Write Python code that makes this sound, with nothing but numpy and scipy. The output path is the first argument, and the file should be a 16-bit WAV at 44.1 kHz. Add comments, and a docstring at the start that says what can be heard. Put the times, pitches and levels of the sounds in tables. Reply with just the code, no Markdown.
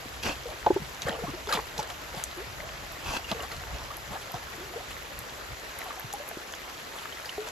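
"""A shallow stream trickles while a shovel scrapes through its gravel and knocks dully under water, heard close up.
Stirred water splashes, gulps and bubbles over a low churn; drops plink into the stream, often near the end.
The stream is patchy noise with showers of small bubble rings; rumble, scrapes and splashes are shaped noise and grains.
Knocks and steel catches are ringing modes; gulps, bubbles and drips are sliding tones; ticks are short gritty pings.
Faint reflections surround the near sounds, and the whole is given a stereo width, phase and balance."""
import sys
import numpy as np
from scipy import signal
from scipy.fft import rfft, irfft
from scipy.io import wavfile
from scipy.ndimage import uniform_filter1d

SR = 44100
rng = np.random.default_rng(int(sys.argv[2]) if len(sys.argv) > 2 else 0)


def wrap_up_sound(samples):
    """Save the sound to the file named by the first command line argument, as 16-bit audio."""
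    columns = np.atleast_2d(samples).T
    # keep every value between -1 and 1, then stretch to whole-number steps
    tamed = np.clip(columns, -1, 1)
    steps = np.round(tamed * 32767).astype(np.int16)
    wavfile.write(sys.argv[1], SR, steps)


N = 331191
TIME = np.arange(N) / SR


def amp(db):
    """Turns decibels into an amplitude gain."""
    return 10 ** (np.asarray(db) / 20)


def unit(x):
    """Scales a sound to rms 1, all channels together."""
    return x / np.sqrt(np.mean(x ** 2) + 1e-20)


def read(points, hz):
    """Reads a table of values over frequency, on a logarithmic frequency axis."""
    f, value = np.transpose(points)
    return np.interp(np.log(hz + 1), np.log(f + 1), value)


def colour(x, spectrum, tilt_db=0):
    """Filters by a spectrum, tilted in dB per octave about 1.5 kHz, and scales to rms 1."""
    hz = np.fft.rfftfreq(x.shape[-1], 1 / SR)
    octaves = np.log2(np.maximum(hz, 250) / 1500)  # the tilt stops below 250 Hz
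    gain = amp(read(spectrum, hz) + tilt_db * octaves)
    return unit(irfft(rfft(x) * gain, x.shape[-1]))


def add(mix, s, sound):
    """Mixes a sound in at time s, cut off at the end of the mix."""
    part = mix[..., max(round(s * SR), 0):][..., :sound.shape[-1]]
    part += sound[..., :part.shape[-1]]


def swell(t, rise, fall):
    """Rounded hump that peaks at t = 0."""
    return np.exp(-abs(t / np.where(t < 0, rise, fall)) ** 2.0)


def waver(size):
    """Smooth random wandering, rms 1; size is the smoothing in samples."""
    once = uniform_filter1d(rng.standard_normal(N), size=size)
    return unit(uniform_filter1d(once, size=size // 2))


def bubble(first_hz, last_hz, length):
    """A pocket of air rings briefly; its pitch slides at a quickening pace, then holds for the tail."""
    u = np.linspace(0, 1.5, max(int(1.5 * length * SR), 8))  # time in lengths
    hz = first_hz * (last_hz / first_hz) ** np.minimum(u, 1.1) ** 1.13
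    attack = 1 - np.exp(-u / 0.08)
    shape = attack * np.exp(-1.77 * u ** 0.33) * (1 - u / u[-1])
    return shape / shape.max() * np.sin(2 * np.pi * np.cumsum(hz) / SR)


def babble(low_hz, high_hz, per_s, range_db, cycles, count):
    """A shower of bubbles in many sizes, small ones more frequent, each balanced at random over two channels."""
    out, sizes_hz = np.zeros((2, N)), np.geomspace(low_hz, high_hz, count)
    shares = np.sqrt(sizes_hz) / np.sqrt(sizes_hz).sum()
    for hz, share in zip(sizes_hz, shares):
        ring = bubble(hz, hz * 1.08, cycles / hz)
        when, draw, turn = rng.random((int(per_s * share * N / SR), 3)).T
        strength = amp(range_db * np.minimum(-np.log(1 - draw), 4))  # a few stand out
        angle = 2 * np.pi * turn
        train = np.zeros((2, N))
        train[:, (when * N).astype(int)] = strength * np.array([np.cos(angle), np.sin(angle)])
        out += signal.oaconvolve(train, ring[None], axes=1)[:, :N] * hz / np.sqrt(share)
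    return unit(out)


def strokes(rows, grains, spectrum, rise_share, smooth_db, side_db, hollow_db, hollow_octaves):
    """Swelling and fading showers of grains and noise, coloured by a spectrum and one broad resonance."""
    out = np.zeros((2, N))
    source = grains + amp(smooth_db) * rng.standard_normal((2, N))
    for s, db, fall, tilt_db, hollow_hz in rows:
        rise = rise_share * fall
        during = (TIME > s - 2 * rise) & (TIME < s + 3 * fall)
        t = TIME[during] - s
        octaves = np.log2((np.fft.rfftfreq(len(t), 1 / SR) + 1) / hollow_hz)
        resonance = amp(hollow_db * np.exp(-(octaves / hollow_octaves) ** 2))
        hollow = irfft(rfft(source[:, during]) * resonance, len(t))
        mid, side = colour(hollow, spectrum, tilt_db) * swell(t, rise, fall)
        side = amp(side_db) * side
        out[:, during] += amp(db) * np.array([mid + side, mid - side])
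    return out


def banks(x, t60, wet_db):
    """Faint, quickly dying reflections from the water, stones and banks: sparse random echoes after 3 ms."""
    t = np.arange(SR // 4) / SR
    signs = rng.choice([-1, 1], (2, len(t)))
    taps = signs * (rng.random((2, len(t))) < .05) * (t > .003)
    taps = taps * amp(-60 * t / t60)
    taps = taps / np.linalg.norm(taps, axis=1, keepdims=True)
    return x + amp(wet_db) * signal.oaconvolve(x, taps, axes=1)[:, :N]


def drifting(bins, frames, shape):
    """Random map over frequency and time, smoothed over so many bins and frames, rms 1."""
    across = uniform_filter1d(rng.standard_normal(shape), size=bins, axis=0)
    return unit(uniform_filter1d(across, size=frames, axis=1))


def stream(level_db=-40, babble_db=-13.0, spatter_db=-10, patchy_db=1.25, flicker_db=0.65):
    """The running stream: a patchy wash of far water, nearer bubbling and the dry spatter of droplets."""
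    # colour of the stream: (frequency [Hz], filter gain [dB])
    water_colour = [(88, -34), (150, -8.5), (453, -2.5), (607, -2), (796, -3.5), (860, -3.5), (1480, -5),
                    (1830, -5), (2500, -8), (7270, -14), (9000, -20.5), (10100, -16), (12300, -19),
                    (14300, -20), (15500, -41)]
    z = signal.stft(rng.standard_normal((2, N)), nperseg=512)[2]
    patches = drifting(6, 9, z.shape[1:])
    flicker = drifting(90, 5, z.shape[1:])  # wide bands lift and dip at once
    gain = amp(patchy_db * patches + flicker_db * flicker)
    wash = unit(signal.istft(z * gain, nperseg=512)[1][:, :N])
    bubbling = babble(low_hz=522, high_hz=4560, per_s=700, range_db=2.0, cycles=13.6, count=24)
    spatter = babble(low_hz=694, high_hz=13700, per_s=420, range_db=4.0, cycles=2.56, count=10)
    water = wash + amp(babble_db) * bubbling + amp(spatter_db) * spatter
    return amp(level_db) * colour(water, water_colour)


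def rumble(gain_db=5.0, rise=0.04, fall=0.024):
    """Low churn of the water around the blade and the boots: deep noise that heaves at each shove [s]."""
    # how much the digging stirs the water: (time [s], level before the overall gain [dB])
    stir = [(0.0, -51.5), (0.48, -50), (1.2, -50), (2.3, -52.5), (2.65, -47.5), (3.0, -51.5), (3.65, -49),
            (4.3, -54), (4.9, -53), (5.7, -55.5), (6.2, -59), (7.5, -59)]
    # the blade shoves a mass of water aside: (time [s], level before the overall gain [dB])
    heaves = [(0.28, -41), (0.75, -44), (1.07, -42), (1.31, -44), (2.82, -53), (3.09, -41), (3.58, -42),
              (3.74, -37.5), (3.83, -46), (4.12, -41.5), (4.93, -48), (5.2, -48), (5.53, -47)]
    # colour of the deep rumble: (frequency [Hz], filter gain [dB])
    deep_colour = [(15, -48), (28, -10), (45, -2), (65, 1.5), (100, -7.5), (135, -6), (220, -22),
                   (400, -62)]
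    power = amp(np.interp(TIME, *np.transpose(stir))) ** 2
    t = np.arange(-3 * rise, 3 * fall, 1 / SR)
    for s, db in heaves:
        add(power, s + t[0], (amp(db) * swell(t, rise, fall)) ** 2)
    return amp(gain_db) * np.sqrt(power) * colour(rng.standard_normal((2, N)), deep_colour)


def drips(rise=0.00012, slap_db=-11, slap_s=0.0022, lift=0.19):
    """A tiny slap on the surface, then the plink of trapped air, rising by the share `lift` over its t60."""
    # drops fall into the stream: (time [s], plink peak [dB], starting pitch [Hz], t60 [s])
    drops = [(1.083, -28, 1730, 0.02), (1.107, -30, 1860, .018), (1.1155, -33, 3050, .016),
             (1.1245, -37, 3380, .016), (1.128, -32, 2880, .012), (1.143, -34.5, 2870, .03),
             (1.151, -38, 3100, .016), (1.472, -32, 1000, 0.011), (2.603, -28, 1950, 0.014),
             (3.404, -29.5, 2770, 0.022), (3.439, -32, 1230, 0.022), (3.516, -28, 1950, 0.0096),
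             (3.532, -37, 600, .02), (5.817, -26.5, 1880, 0.0076), (5.847, -35, 1110, .022),
             (5.906, -30, 1154, 0.044), (5.975, -36.5, 730, 0.058), (5.997, -29, 1620, 0.01),
             (6.138, -28, 802, 0.091), (6.2, -34, 574, 0.11), (6.313, -34, 660, 0.035),
             (6.313, -32, 1700, .009), (6.372, -31, 348, 0.029), (6.5376, -28, 3020, 0.008),
             (6.538, -28, 1530, 0.008), (6.542, -35, 3270, 0.011), (6.956, -34, 1150, 0.016),
             (6.986, -34, 3130, .015), (7.056, -30.5, 1620, 0.017), (7.0558, -30, 1210, 0.0177),
             (7.125, -32.5, 3080, 0.0235), (7.172, -30, 1850, 0.0068), (7.197, -36, 650, .03),
             (7.246, -35, 1870, .018), (7.257, -28.5, 4700, 0.0194), (7.293, -25.5, 2920, 0.02),
             (7.3788, -32.5, 716, 0.055), (7.3812, -27.5, 416, 0.22), (7.471, -40, 900, .03)]
    out, t = np.zeros(N), np.arange(SR // 5) / SR
    for s, db, hz, t60 in drops:
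        phase = 2 * np.pi * hz * np.cumsum(1 + lift * t / t60) / SR
        plink = np.sin(phase) * (1 - np.exp(-t / rise)) * amp(-60 * t / t60)
        splat = colour(rng.standard_normal(len(t)), [(hz / 4, -20), (hz, 0), (hz * 4, -22)])
        slap = splat * np.exp(-t / slap_s)
        add(out, s, amp(db) * (plink / abs(plink).max() + amp(slap_db) * slap))
    return out


def gulps(cycles=4.6, sink_octaves=0.99):
    """Big air pockets collapse with a low gulp that sinks by about an octave."""
    # the collapsing pockets: (time [s], peak [dB], first pitch [Hz])
    pockets = [(0.057, -36.5, 332), (0.8, -37, 238), (0.818, -32, 192), (1.053, -34, 151),
               (1.095, -29.5, 278), (1.237, -29.5, 214), (1.548, -30.5, 257), (1.786, -33, 197),
               (2.17, -34, 182), (3.318, -26.5, 273), (4.108, -35, 174), (4.342, -32, 159),
               (6.044, -35, 153)]
    out = np.zeros(N)
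    for s, db, hz in pockets:
        add(out, s, amp(db) * bubble(hz, hz / 2 ** sink_octaves, cycles / hz))
    return out


def bubbles(splash, wobble_db=0.5, wobble_octaves=0.039, churn_db=-36, calm=0.64):
    """Bubbles sing on until they reach the surface; ripples shake pitch and level a little, a splash more."""
    # air rising from the stirred bed:
    # (time [s], peak before wobble [dB], first pitch before wobble [Hz], pitch rise [octaves], length [s])
    rising_air = [(0.455, -33, 499, -0.19, 0.027), (0.488, -37, 557, 0.41, 0.018),
                  (1.067, -26.5, 510, -0.02, 0.013), (1.086, -23, 590, -0.49, 0.0069),
                  (1.11, -33, 714, 0.32, 0.018), (1.128, -33, 690, -0.14, 0.015),
                  (1.14, -38, 550, -.4, .025), (1.151, -36, 1200, -0.088, 0.012),
                  (1.187, -36, 470, -0.035, 0.027), (1.221, -33, 446, 0.71, 0.021),
                  (1.237, -31.5, 675, -0.0028, 0.023), (1.267, -36.5, 1070, 0.3, 0.028),
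                  (1.28, -33, 312, -0.86, 0.029), (1.336, -35.5, 348, 0.25, 0.029),
                  (1.372, -40.5, 626, 0.087, 0.03), (1.474, -33.5, 430, -0.096, 0.02),
                  (1.4915, -25.5, 1370, -0.03, 0.012), (1.573, -31, 1860, 0.042, 0.0058),
                  (1.526, -20, 1265, -0.18, 0.015), (1.537, -25, 883, -0.07, 0.014),
                  (1.551, -37, 559, -0.45, 0.026), (1.579, -30.5, 420, 0.079, 0.016),
                  (1.59, -23.5, 1040, 0.12, 0.0036), (2.371, -36, 335, 0.88, 0.07),
                  (2.593, -39, 548, 0.83, 0.022), (2.622, -42, 600, 0.44, 0.061),
                  (3.189, -36, 800, -1.05, 0.015), (3.347, -35, 482, -0.25, 0.025),
                  (3.367, -39, 470, 0.5, 0.024), (3.394, -36, 690, 0.27, 0.014),
                  (3.431, -36, 703, 0.43, 0.024), (3.41, -39, 1160, .2, .012),
                  (3.904, -32, 1134, 0.39, 0.017), (4.154, -34.5, 760, 0.26, .016),
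                  (4.356, -39, 770, -0.21, 0.023), (4.58, -40, 327, 0.17, 0.024),
                  (4.606, -39, 349, .36, 0.05), (4.665, -46, 430, -0.6, 0.03),
                  (4.699, -45, 335, 0.59, .041), (4.738, -37.5, 690, 0.06, 0.018),
                  (4.758, -33, 439, 0.98, 0.037), (4.801, -37, 710, 0.34, 0.023),
                  (5.858, -38.5, 752, -0.12, 0.038)]
    splash_rms = np.sqrt(abs(uniform_filter1d(splash[0] ** 2, size=1000)))
    churn = np.tanh(calm + splash_rms / amp(churn_db))
    out, shake = np.zeros(N), wobble_octaves * churn * waver(size=360)
    for s, db, hz, octaves, length in rising_air:
        u = np.linspace(0, 1, max(int(length * SR), 8))  # time in lengths
        shape = (1 - np.exp(-u / 0.047)) * np.exp(-0.72 * u) * (1 - u ** 6)
        slide = octaves * u ** 2.14
        pitch = hz * 2 ** (slide + np.interp(s + u * length, TIME, shake))
        add(out, s, amp(db) * shape / shape.max() * np.sin(2 * np.pi * np.cumsum(pitch) / SR))
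    return out * amp(wobble_db * churn * waver(size=300))


def ticks(grit_db=3, t60_at_1khz=0.038, t60_slope=0.76):
    """A very short ping, the higher the shorter [s], with a gritty edge in the octaves around it."""
    # sharp ticks of pebbles and droplets: (time [s], peak [dB], pitch [Hz])
    pings = [(0.664, -27, 3100), (1.0195, -23, 5960), (1.0215, -27, 6100), (1.0197, -24, 3560),
             (1.093, -28, 3300), (1.4723, -30, 3430), (1.5258, -16, 3830), (1.7793, -24, 4360),
             (1.7807, -24, 5900), (1.7925, -23, 5500), (1.799, -26, 5700), (1.9015, -28, 3140),
             (2.2388, -14.5, 7900), (2.922, -30, 12000), (3.315, -20, 3280), (3.4246, -26, 7200),
             (3.434, -33, 4200), (3.518, -29, 4370), (3.566, -30, 4030), (3.9690, -23, 11600),
             (4.3190, -28, 12000), (5.1905, -21, 11400), (5.7887, -22, 12000), (5.843, -29, 11500),
             (5.9963, -25, 12400), (6.1286, -23, 6840), (6.137, -22, 10200), (6.2793, -27.5, 12100),
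             (6.289, -23, 10800), (6.5243, -30, 6400), (6.5516, -29, 6600), (7.296, -29, 4200),
             (7.4870, -26.5, 6000)]
    out, t = np.zeros(N), np.arange(SR // 30) / SR
    for s, db, hz in pings:
        t60 = t60_at_1khz * (1000 / hz) ** t60_slope
        edge = colour(rng.standard_normal(len(t)), [(hz / 6, -38), (hz / 2, -14), (hz, 0), (hz * 4, -32)])
        ping = (np.sin(2 * np.pi * hz * t) + amp(grit_db) * edge) * amp(-60 * t / t60)
        add(out, s, amp(db) * ping / abs(ping).max())
    return out


def splashes():
    """Water thrown by the blade: bursts of dense froth with larger bubbles ringing out of it one by one."""
    # the bursts: (time of the peak [s], mid and side level there before side trim [dB], fall [s], # tilt [dB
    # per octave], hollow [Hz])
    bursts = [(0.51, -42.5, 0.052, -5, 715), (1.028, -36.5, 0.011, -1, 2830), (1.076, -33, 0.015, 0, 1410),
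              (1.086, -31, 0.0038, -1, 1600), (1.0945, -32, 0.0033, -3, 3200), (1.13, -37, 0.047, -6, 900),
              (1.198, -42, 0.013, -0.5, 1900), (1.243, -40, 0.017, -2, 1300),
              (1.29, -41.5, 0.022, -2.5, 1310), (1.342, -42, 0.0099, -1, 1750),
              (1.493, -33.5, 0.0072, 0, 4030), (1.513, -31.5, 0.014, -0.5, 1690),
              (1.528, -27.5, 0.005, 2, 3900), (1.539, -23.5, 0.0071, 0.5, 3160),
              (1.557, -30.5, 0.012, -1, 3600), (1.576, -32, 0.0059, -1.5, 1900),
              (1.590, -31.5, 0.01, -4, 1000), (1.792, -35, 0.022, 0, 510), (1.83, -38, 0.0047, 1.5, 4000),
              (1.905, -39, 0.02, 0.5, 700), (2.185, -41, 0.047, 1.5, 750),
              (3.316, -30, 0.00358, -2.5, 3200), (3.324, -31.5, 0.0089, -2.5, 1000),
              (3.397, -40, 0.036, -3.5, 1620), (3.44, -42.5, 0.026, 1, 1190),
              (3.522, -41, 0.026, 0.5, 1410), (3.745, -46.5, 0.22, -3, 770), (4.138, -39, 0.037, -1, 920),
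              (4.222, -43, 0.012, 1.5, 3800), (4.343, -35, .003, -2, 1150),
              (4.358, -40.5, 0.021, -0.5, 1110), (4.66, -53.5, 0.072, -5, 400), (4.785, -45, .035, -9, 680),
              (4.912, -40.5, 0.014, 1.5, 2300), (5.87, -45.5, 0.18, 0.5, 980),
              (6.99, -46, 0.087, 2.5, 1500), (7.25, -49.5, 0.16, 3.5, 2000), (7.473, -37.5, 0.0087, 1, 600)]
    # colour of a splash: (frequency [Hz], filter gain [dB])
    spray = [(60, -33), (180, -7), (450, -1), (1250, -4), (2000, -9), (3600, -11.5), (5500, -15.5),
             (9000, -9.5), (15500, -27)]
    froth = babble(low_hz=265.3, high_hz=14420, per_s=7000, range_db=3.0, cycles=6.7, count=28)
    gurgle = babble(low_hz=447.5, high_hz=5006, per_s=1400, range_db=1.0, cycles=14.2, count=26)
    return strokes(bursts, froth + amp(-2.0) * gurgle, spray, rise_share=0.79, smooth_db=-9,
                   side_db=-6.5, hollow_db=6.5, hollow_octaves=0.5)


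def catches(crunch_s=0.0017):
    """The blade catches on a stone: a crunch at the edge, for an instant, sets the steel ringing."""
    # single stones caught and slipped: (time [s], peak [dB], pitch factor)
    stones = [(0.2338, -33, 1.22), (0.263, -32, 1.1), (0.2925, -23.5, .96), (0.305, -32, .96),
              (0.3246, -32, 1), (3.0592, -34, .96), (3.1002, -26, 1.03), (3.167, -27, 1.23),
              (3.2434, -31, 1.04), (3.2982, -28, 1.05)]
    # ring of the steel blade: (frequency before the pitch factor [Hz], level [dB], t60 [s])
    steel_modes = [(900, -4, .02), (2710, 2.5, 0.047), (3270, -1, .02), (4530, -10, 0.023),
                   (6700, -7, 0.011)]
    out, t = np.zeros(N), np.arange(SR // 20) / SR
    for s, db, pitch in stones:
        steel = sum(amp(mode_db - 60 * t / t60) * np.sin(2 * np.pi * pitch * hz * t)
                    for hz, mode_db, t60 in steel_modes)
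        crunch = rng.standard_normal(len(t)) ** 3 * np.exp(-t / crunch_s)  # cubing makes it spiky
        ring = signal.fftconvolve(steel, crunch)[:len(t)]
        add(out, s, amp(db) * ring / abs(ring).max())
    return out


def scrapes():
    """The blade dragged through gravel: swelling showers of short grains, with a hollow under the blade."""
    # the drags: (time of the peak [s], mid and side level there before side trim [dB], fall [s],
    # tilt [dB per octave], hollow [Hz])
    drags = [(0.234, -37.5, 0.0064, 6, 4800), (0.256, -34, 0.02, 0, 4700), (0.286, -31, 0.025, -0.5, 556),
             (0.32, -39, 0.015, -0.5, 4550), (3.095, -35.5, 0.053, 0.7, 890), (3.152, -35, 0.024, 0.1, 780),
             (3.171, -31, 0.005, 0, 800), (3.298, -39.5, 0.019, 2, 1700)]
    # colour of the scraping blade: (frequency [Hz], filter gain [dB])
    blade = [(60, 3), (160, 5), (550, 1.5), (1000, 3), (1450, 0), (2100, -8), (2450, 1), (2680, 4.7),
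             (2980, -2), (3300, -3), (3900, -10), (4550, -6), (5700, -8.5), (7500, -11.5), (12000, -18),
             (16000, -30)]
    gravel = babble(low_hz=211.5, high_hz=13040, per_s=9000, range_db=2.5, cycles=4.4, count=16)
    return strokes(drags, gravel, blade, rise_share=1.0, smooth_db=-2.5,
                   side_db=-3.0, hollow_db=5.5, hollow_octaves=0.35)


def knocks():
    """Shovel against stones: water cushions each blow, so the modes swell in softly and die fast."""
    # the blows; pitch shifts with how deep the blade sits:
    # (time [s], peak [dB], most excited pitch [Hz], spread [octaves], pitch factor, rise [s])
    blows = [(0.6628, -8, 785, 1.14, 0.95, 0.0021), (0.6712, -11.5, 620, 0.26, 0.94, 0.0008),
             (0.7026, -9.5, 392, 1.4, 0.96, 0.0024), (0.7597, -15, 390, 1.2, 0.99, 0.0049),
             (1.7896, -20.5, 830, 0.8, 0.95, 0.0022), (2.1404, -30.5, 570, 1.04, 0.92, .0021),
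             (3.3135, -24.5, 900, 0.89, 0.74, .0021), (4.3397, -27.5, 740, 0.9, 0.79, .0014)]
    # ring of the shovel under water: (frequency before the pitch factor [Hz], level [dB], t60 [s])
    shovel_modes = [(384, -3.5, 0.055), (600, -1.5, 0.022), (746, -0.5, 0.02), (898, -1.5, 0.046),
                    (1096, -5, 0.022), (1600, -11, 0.04)]
    out, t = np.zeros(N), np.arange(SR // 6) / SR
    for s, db, centre_hz, spread, pitch, rise in blows:
        ring = np.zeros(len(t))
        for hz, mode_db, t60 in shovel_modes:
            octaves_off = np.log2(pitch * hz / centre_hz)
            excitation = 1 / (1 + (2 * octaves_off / spread) ** 2)
            ring += excitation * amp(mode_db - 60 * t / t60) * np.sin(2 * np.pi * pitch * hz * t)
        ring = ring * (1 - np.exp(-(t / rise) ** 2))
        add(out, s, amp(db) * ring / abs(ring).max())
    return out


def scene():
    """The digging over the running stream, each group of near sounds with its own reflections."""
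    splash = splashes()
    knocking = banks(np.array([knocks()] * 2), t60=0.062, wet_db=-8.5)
    air = bubbles(splash) + gulps() + drips()
    surface = banks(np.array([air] * 2), t60=0.09, wet_db=-15)
    digging = banks(scrapes() + catches() + splash + ticks(), t60=0.1, wet_db=-8.5)
    return stream() + rumble() + surface + digging + knocking


def record(dry):
    """Sets stereo width, balance and the phase between left and right; then a low-pass at 15.7 kHz."""
    # stereo width: (frequency [Hz], side gain [dB])
    width = [(60, -33), (160, -6), (320, -5.5), (700, -5), (1400, -0.5), (3000, -3), (5500, -5),
             (7900, -1.5), (8600, -16), (9500, -94), (10400, -16), (12300, -22), (13800, -4), (15000, -22)]
    # phase by which the left channel leads: (frequency [Hz], phase [rad])
    channel_phase = [(40, .55), (170, .65), (340, -.3), (900, -.6), (1500, -1.3), (2100, .4), (3000, -.6),
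                     (5500, -.9), (6900, .1), (8450, 3.1), (9550, 3.2), (11700, 6.25), (13000, 6.35),
                     (14700, 9.4)]
    # balance, left minus right: (frequency [Hz], level [dB])
    balance = [(60, 0), (200, 2), (1000, 0.5), (1800, 3), (2900, -3), (5500, -1), (7400, 1.5), (8600, 0.5)]
    hz = np.fft.rfftfreq(N, 1 / SR)
    left, right = rfft(dry)
    mid, side = (left + right) / 2, (left - right) / 2 * amp(read(width, hz))
    lean = amp(read(balance, hz) / 2)  # half the difference to each channel
    lag = np.exp(-1j * read(channel_phase, hz))
    stereo = irfft(np.array([(mid + side) * lean, (mid - side) / lean * lag]), N)
    low_pass = signal.firwin(401, 15700, window=("kaiser", 9), fs=SR)
    return signal.oaconvolve(stereo, low_pass[None], "same")


dry = scene()
out = record(dry)
wrap_up_sound(out)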